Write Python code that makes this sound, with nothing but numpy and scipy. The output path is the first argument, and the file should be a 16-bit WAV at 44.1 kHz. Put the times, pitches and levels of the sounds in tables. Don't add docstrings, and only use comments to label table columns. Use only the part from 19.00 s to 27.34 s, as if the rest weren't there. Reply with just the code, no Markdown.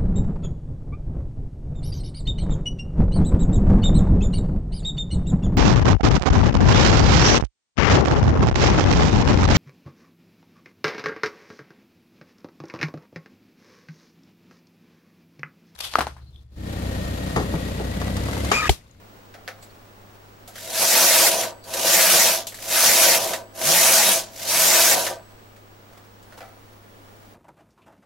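import sys
import numpy as np
from scipy import signal
from scipy.fft import rfft, irfft
from scipy.io import wavfile
from scipy.ndimage import uniform_filter1d

SR = 44100
rng = np.random.default_rng(int(sys.argv[2]) if len(sys.argv) > 2 else 0)


def inscribe(sig):
    pcm = np.round(np.clip(np.atleast_2d(sig).T, -1, 1) * 32767)
    wavfile.write(sys.argv[1], SR, pcm.astype(np.int16))


N = 367794
T = np.arange(N) / SR
TOP_HZ = 15800

# [f/Hz, level/dB]
AIR_COLOUR = [(20, -10), (42, -11), (70, -15), (130, -17.5), (242, -13), (400, -14.5), (540, -15),
              (800, -18.5), (1300, -23), (2500, -28.5), (7100, -36.5), (11000, -42), (15000, -39)]
# [f/Hz, side minus mid/dB]
AIR_WIDTH = [(60, -8.5), (110, -4), (200, -5), (380, -1.5), (700, -3), (1290, 4), (2380, 0), (4400, -0.5),
             (8120, -1), (15000, -2.5)]
# [f/Hz, rms level/dB]
HUM = [(102.3, -55), (204.6, -66.5), (5626, -79), (15612, -71), (15676, -71), (15735, -66)]
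# [f/Hz, side minus mid/dB]
WIDTH = [(60, -6), (250, -11), (500, -10), (1000, -8), (2000, -8), (4000, -7), (8000, -2.5), (12000, -5)]
# [t/s, length/s, level/dB]
RUSTLES = [(.17, 0.19, -61), (0.65, 0.25, -60), (1.15, 1, -61), (6.3, .08, -58), (6.99, 0.19, -53.5),
           (7.42, .2, -52), (7.732, .2, -59), (8.2, 0.52, -61.5)]
# [f/Hz, level/dB]
RUSTLE_COLOUR = [(200, -7.5), (600, 6), (1300, 3), (2500, -6), (5000, -8.5), (8000, -13), (15000, -15.5)]
# [t/s, level/dB, ring/dB, treble/dB, time between rebounds/s]
KNOCKS = [(0.341, -33, -4.5, -0.5, .005), (0.4775, -19.5, -13, -2.5, .0055), (1.478, -49.5, 10, -3, 0.0084),
          (7.324, -40, -5, 0, 0.0048), (7.406, -30, -2.5, -3, 0.011), (7.48, -44, 2.5, -10, .012),
          (7.837, -50, -11, 0, .004)]
# [f/Hz, level/dB]
KNOCK_COLOUR = [(150, -54), (500, 1.5), (1000, -6.5), (1800, 4), (3000, -8.5), (4200, -6.5), (6000, -11.5),
                (8000, -20), (12000, -16.5), (15700, -32.5)]
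# [f/Hz, width/Hz, level/dB]
KNOCK_MODES = [(519, 24, 3), (687, 56, 7), (782, 24, 6), (1300, 56, -2), (1570, 21, -2), (1980, 43, -8),
               (2300, 44, -9)]
# [t/s, f/Hz, level/dB]
SQUEAK = [(7.31, 1350, -68), (7.325, 1450, -54), (7.36, 1500, -60), (7.38, 1560, -72)]
# [t/s, level/dB, dull clack re snap/dB]
SNAPS = [(0.626, -31, -5), (1.4765, -23.5, -23), (1.556, -24, 2.5), (1.581, -22, 0.5), (2.2837, -13, -15),
         (2.639, -28.5, -24), (2.6931, -31.5, -14), (2.7373, -8.5, -2.5), (3.469, -10.5, -20),
         (3.522, -25.5, 2), (3.5435, -19, -5), (3.587, -29, 5), (4.553, -29, -27), (4.615, -13, 0.5),
         (6.563, -41, 7), (7.226, -39, -12)]
# [f/Hz, level/dB]
SNAP_COLOUR = [(200, -26.5), (700, -5), (1500, -22), (2500, -7), (3800, -1.5), (5200, -4.5), (7500, -1.5),
               (9000, -6), (10500, -5.5), (13000, -4.5), (15700, -18)]
# [t/s, level/dB, dull clack re snap/dB, spring level/dB]
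CATCHES = [(2.4346, -11.5, 2.5, -52), (4.3337, -9.5, 5, -55), (6.066, -12.5, 8.5, -53)]
# [f/Hz, width/Hz, level/dB]
BED = [(114.1, 22, -19.5), (184, 40, -19.5), (250, 33, -21.5), (354.4, 22.6, -8), (487.3, 23, -8),
       (544.7, 22, -2.5), (576.5, 22, -8), (644.5, 18, -2.5), (660.7, 19, 3), (721, 21, -7.5),
       (780.5, 18, -7), (917, 31, -15.5), (956, 22, -5.5), (1011, 24, -14), (1190, 6.1, -9),
       (1529, 23, -11), (1770, 41, -22)]
# [t/s, length/s, f/Hz, level/dB]
CHIRPS = [(0.632, .03, 4380, -55), (0.638, .04, 7700, -51), (0.705, .03, 4400, -61),
          (1.58, 0.054, 3130, -49), (2.396, 0.056, 6100, -30), (2.648, 0.046, 4530, -50),
          (2.704, 0.045, 6340, -49), (4.577, 0.054, 6400, -49)]
# [start t/s, stop t/s, speeding up/s, braking/s,
# mid-stroke needle rate f/Hz, cams meet needles t/s, cams leave them t/s]
PASSES = [(1.477, 2.555, .57, .28, 265, 1.728, 2.305), (2.625, 3.495, .27, .28, 187, 2.85, 3.38),
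          (3.515, 4.458, .37, .35, 248, 3.681, 4.187), (4.515, 5.335, .22, .34, 203, 4.64, 5.228),
          (5.255, 6.21, .44, .32, 200, 5.469, 5.955)]
# [f/Hz, level/dB]
NEEDLE_COLOUR = [(60, -33), (150, -38.5), (500, -5), (900, 1), (1300, -3), (2400, -1.5), (2950, -6),
                 (4500, -3), (5800, 0), (7300, -4), (8700, -2), (10100, -7), (11300, -0.5), (13500, -8),
                 (15700, -6)]
# [f/Hz, level/dB]
RAIL_COLOUR = [(60, -34.5), (200, 0), (900, -21), (1500, 0.5), (2200, 0.5), (2900, 3.5), (3250, 3.5),
               (3800, 4), (6400, 4), (8100, 0), (9500, 2), (11800, 2.5), (15700, -7.5)]
# [t/s, length/s, level/dB]
PURRS = [(2.02, .16, -42), (3.045, .18, -42), (3.902, .1, -45), (4.715, .13, -36.5), (5.0, .1, -47.5),
         (5.103, .07, -39.5), (5.64, .1, -40)]
# [t/s, extra rumble/dB]
BUMPS = [(1.83, 8.5), (2.03, 3), (2.24, 2), (2.685, 2.5), (3.149, 6.5), (3.29, 2), (4.09, 4.5), (4.43, 1.5),
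         (5.1, 4.5), (5.97, 3.5), (6.11, 4.5)]
# [f/Hz, level/dB, t60/s]
SPRING = [(4560, -5, 0.79), (7827, -5, 0.89), (7957, -6, 1.7), (11130, -19, 1.2)]

AIR_DB = -51.5
REBOUND_DB = -2.5
KNOCK_T60_S = .014
SURGE_HZ_PER_S = 160
CAM_ATTACK_S, CAM_RELEASE_S = 0.09, 0.034
CAM_DB, RAIL_DB, SHELL_DB, PURR_DB = -20, -24.5, -27.5, -49
CAM_POWER, RAIL_POWER = 2.48, 1.91
SHELL_POWER, SHELL_POWER_RIGHT = 2.12, 1.25
SHELL_RIGHT_DB, SHELL_T60_S = 2, 0.31
BUMP_S = 0.04
SLOW_NEEDLES_HZ = 59.3


def undb(db):
    return 10 ** (np.asarray(db) / 20)


def unit(x):
    return x / np.sqrt(np.mean(x ** 2))


def curve(table, axis):
    rows = np.array(table)
    return np.interp(T, rows[:, 0], rows[:, axis])


def noise():
    return rng.standard_normal((2, N))


def walk(hz):
    knots = rng.standard_normal(4096)
    return 1.2 * np.interp(T * hz, np.arange(len(knots)), knots)


def ramp(since, length):
    return np.clip(since / length, 0, 1)


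def swell(s, length):
    return np.exp(-(2 * (T - s) / length) ** 2)


def convolve(x, response):
    return signal.fftconvolve(x, np.atleast_2d(response), axes=-1)[:, :N]


def colour(x, points, size=4096):
    hz, db = np.transpose(points)
    grid = np.maximum(np.arange(size // 2 + 1) * SR / size, 1)
    level = np.interp(np.log(grid), np.log(np.maximum(hz, 1)), db)
    cepstrum = irfft(np.log(undb(level)))
    cepstrum[1:size // 2] *= 2
    cepstrum[size // 2 + 1:] = 0
    return convolve(x, irfft(np.exp(rfft(cepstrum))))


def ring(x, modes, size=8192):
    t = T[:size]
    response = np.zeros(size)
    for k, (hz, width, db) in enumerate(modes):
        gain = (-1) ** k * undb(db) * 2 * np.pi * width / SR
        response += gain * np.exp(-np.pi * width * t) * np.cos(2 * np.pi * hz * t)
    return convolve(x, response)


def resonate(x, hz, width):
    return signal.lfilter(*signal.iirpeak(hz, hz / width, fs=SR), x)


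def spread(x, side_db=0, width=WIDTH):
    side = undb(side_db) * colour(x[1:], width)[0]
    return np.array([x[0] + side, x[0] - side])


def contact(ring_t60, room_db, room_t60, size=16384):
    t = T[:size]
    near = unit(undb(-60 * t / ring_t60))
    far = unit(undb(-60 * t / room_t60))
    decay = np.hypot(near, undb(room_db) * far)
    return unit(rng.standard_normal((2, size)) * decay) / np.sqrt(size)


def blows(times, db, ring_t60, room_db, room_t60):
    out = np.zeros((2, N + SR))
    for s, gain in zip(times, undb(db)):
        burst = contact(ring_t60, room_db, room_t60)
        first = int(s * SR)
        out[:, first:first + burst.shape[1]] += gain * burst
    return out[:, :N]


def background():
    air = spread(unit(colour(noise(), AIR_COLOUR)), width=AIR_WIDTH) * undb(AIR_DB + .5 * walk(6.4))
    hum = sum(np.sqrt(2) * undb(db + .4 * walk(12)) * np.sin(2 * np.pi * hz * T) for hz, db in HUM)
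    hiss = unit(ring(noise(), [(10560, 450, 0)])) * undb(-71) * ramp(T - 7.22, .05)
    return air + hum + hiss


def rustle():
    rubbing = sum(undb(db) * swell(s, length) for s, length, db in RUSTLES)
    slips = noise() * undb(5.1 * walk(90))
    return spread(unit(colour(slips, RUSTLE_COLOUR))) * rubbing


def rebounds(count=3):
    rows = []
    for s, db, ring_db, treble_db, gap in KNOCKS:
        for k in range(count):
            rows.append((s + k * gap, db + k * REBOUND_DB, ring_db, treble_db))
    return np.transpose(rows)


def taps(times, db):
    out = np.zeros((2, N))
    np.add.at(out[0], (times * SR).astype(int), undb(db))
    return out


def squeak():
    hz = curve(SQUEAK, axis=1) * (1 + .012 * walk(400))
    turn = 2 * np.pi * np.cumsum(hz) / SR
    sounding = (T > SQUEAK[0][0]) * (T < SQUEAK[-1][0])
    return (np.sin(turn) + undb(-8) * np.sin(3 * turn)) * undb(curve(SQUEAK, axis=2)) * sounding


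def handling():
    s, db, ring_db, treble_db = rebounds()
    tick = blows(s, db + 24.0, ring_t60=KNOCK_T60_S, room_db=-0.5, room_t60=0.16)
    tick = colour(tick, KNOCK_COLOUR)
    dull = signal.sosfilt(signal.butter(1, 2000, fs=SR, output="sos"), tick)
    tick = dull + (tick - dull) * undb(np.interp(T, s, treble_db))
    push = taps(s, db + ring_db + 28.5)
    push = push + blows(s, db + ring_db + 34.5, ring_t60=.02, room_db=17, room_t60=0.3)
    return spread(tick + ring(push, KNOCK_MODES)) + squeak()


def levers():
    s, db, clack_db = np.transpose(SNAPS + [row[:3] for row in CATCHES])
    snap = colour(blows(s, db + 15.5, ring_t60=0.066, room_db=10.0, room_t60=.18), SNAP_COLOUR)
    clack = blows(s, db + clack_db + 16, ring_t60=.025, room_db=6, room_t60=0.12)
    return spread(snap + colour(clack, KNOCK_COLOUR) + undb(2.5) * ring(clack, BED))


def chirps():
    out = np.zeros((2, N))
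    for s, length, hz, db in CHIRPS:
        width = hz * 0.09
        tone = unit(resonate(resonate(noise(), hz, width), hz, width))
        out += tone * undb(db) * swell(s, length)
    return out


def motion():
    pace, speed, place, load = np.zeros((4, N))
    for k, (start, stop, rise, brake, hz, meet, leave) in enumerate(PASSES):
        push = np.sin(np.pi / 2 * ramp(T - start, rise)) * np.sin(np.pi / 2 * ramp(stop - T, brake))
        pace = np.hypot(pace, push)
        speed = speed + push * (hz + SURGE_HZ_PER_S * (T - (start + stop) / 2))
        place = place + (-1) ** k * np.cumsum(push) / np.sum(push)
        load = load + np.sqrt(ramp(T - meet, CAM_ATTACK_S) * ramp(leave - T, CAM_RELEASE_S))
    return pace, np.maximum(speed, 1), np.clip(place, 0, 1), load


def needle_clicks(travel, scatter_db, jitter, count):
    needle = np.arange(1200)
    out = np.zeros((2, N))
    for _ in range(count):
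        late, strength, place = rng.standard_normal((len(needle), 3)).T
        at = np.searchsorted(travel, needle + rng.random() + jitter * late)
        inside = at < N
        gain = undb(scatter_db * strength)
        sign = np.sign(rng.standard_normal(len(needle)))
        np.add.at(out[0], at[inside], (gain * sign)[inside])
        np.add.at(out[1], at[inside], (gain * place)[inside])
    return out


def along_bed(clicks, travel, stretch, ring_t60, room_db, room_t60, count=6):
    place = travel / stretch
    out = 0
    for k in range(count):
        share = np.clip(1 - np.abs((place - k) % count - 1), 0, 1)
        out = out + convolve(clicks * np.sqrt(share), contact(ring_t60, room_db, room_t60))
    return unit(out)


def shifting(x, travel, depth_db, count=14):
    hz = np.arange(N // 2 + 1) * SR / N
    place = np.sqrt(np.minimum(hz / TOP_HZ, 1)) * (count - 1)
    spectrum = rfft(x)
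    out = 0
    for k in range(count):
        band = irfft(spectrum * np.clip(1 - np.abs(place - k), 0, 1), N)
        drift = np.interp(travel / 7, np.arange(256), rng.standard_normal(256))
        out = out + band * undb(depth_db * drift)
    return out


def drumming(pace, place):
    power = SHELL_POWER + (SHELL_POWER_RIGHT - SHELL_POWER) * place
    drive = pace ** power * undb(SHELL_DB + SHELL_RIGHT_DB * (place - .5))
    keep = np.exp(-2 * np.log(1000) / (SHELL_T60_S * SR))
    energy = signal.lfilter([1 - keep], [1, -keep], drive ** 2 + 1e-18)
    return np.sqrt(energy) * undb(sum(db * swell(s, BUMP_S) for s, db in BUMPS))


def carriage():
    pace, speed, place, load = motion()
    travel = np.cumsum(speed) / SR
    clicks = needle_clicks(travel, scatter_db=3, jitter=.15, count=10)
    clicks = unit(clicks * (pace > 0) / np.sqrt(speed + SLOW_NEEDLES_HZ))
    steel = along_bed(clicks, travel, stretch=8, ring_t60=0.012, room_db=1, room_t60=0.18)
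    needles = unit(colour(steel + undb(-3.5) * noise(), NEEDLE_COLOUR))
    scrape = unit(colour(noise() * undb(2.9 * walk(170)) + undb(-1.5) * steel, RAIL_COLOUR))
    cams = load * pace ** CAM_POWER
    rails = undb(RAIL_DB + 1.0 * walk(30)) * pace ** RAIL_POWER
    clatter = shifting(undb(CAM_DB) * cams * needles + rails * scrape, travel, depth_db=1.36)
    slowing = uniform_filter1d(1. * (np.gradient(pace) < 0), size=1000)
    coasting = ramp(.6 - pace, 0.35) * slowing
    muted = colour(clatter, [(1500, -3), (4000, 0.5), (7000, -0.5), (12000, -9.5)])
    clatter = clatter + coasting * (muted - clatter)
    shell = 0
    for hz, width, db in BED:
        shell = shell + resonate(noise() + undb(-6.5) * clicks, hz, width) * undb(db + 0.33 * walk(14))
    shell = signal.sosfilt(signal.butter(2, 110, "highpass", fs=SR, output="sos"), shell)
    rumble = unit(shell) * drumming(pace, place) * undb(0.7 * walk(35))
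    turn = 2 * np.pi * travel + 0.17 * walk(45)
    in_step = sum(undb(db) * swell(s, length) for s, length, db in PURRS)
    purr = np.sin(turn) + undb(-11.5) * np.sin(2 * turn)
    purr = purr * (in_step + undb(PURR_DB) * cams) * undb(2 * walk(30))
    return spread(clatter) + spread(rumble, side_db=0.5) + purr


def spring():
    out, t = np.zeros(N), T[:SR]
    tone = sum(undb(db - 60 * t / t60) * np.sin(2 * np.pi * hz * t) for hz, db, t60 in SPRING)
    for s, _, _, db in CATCHES:
        out[int(s * SR):int(s * SR) + SR] += undb(db) * tone
    return out


def scene():
    return background() + rustle() + handling() + levers() + chirps() + carriage() + spring()


def record(dry):
    rounded = np.tanh(dry)
    return signal.sosfilt(signal.ellip(12, .1, 80, TOP_HZ, fs=SR, output="sos"), rounded)


dry = scene()
out = record(dry)
inscribe(out)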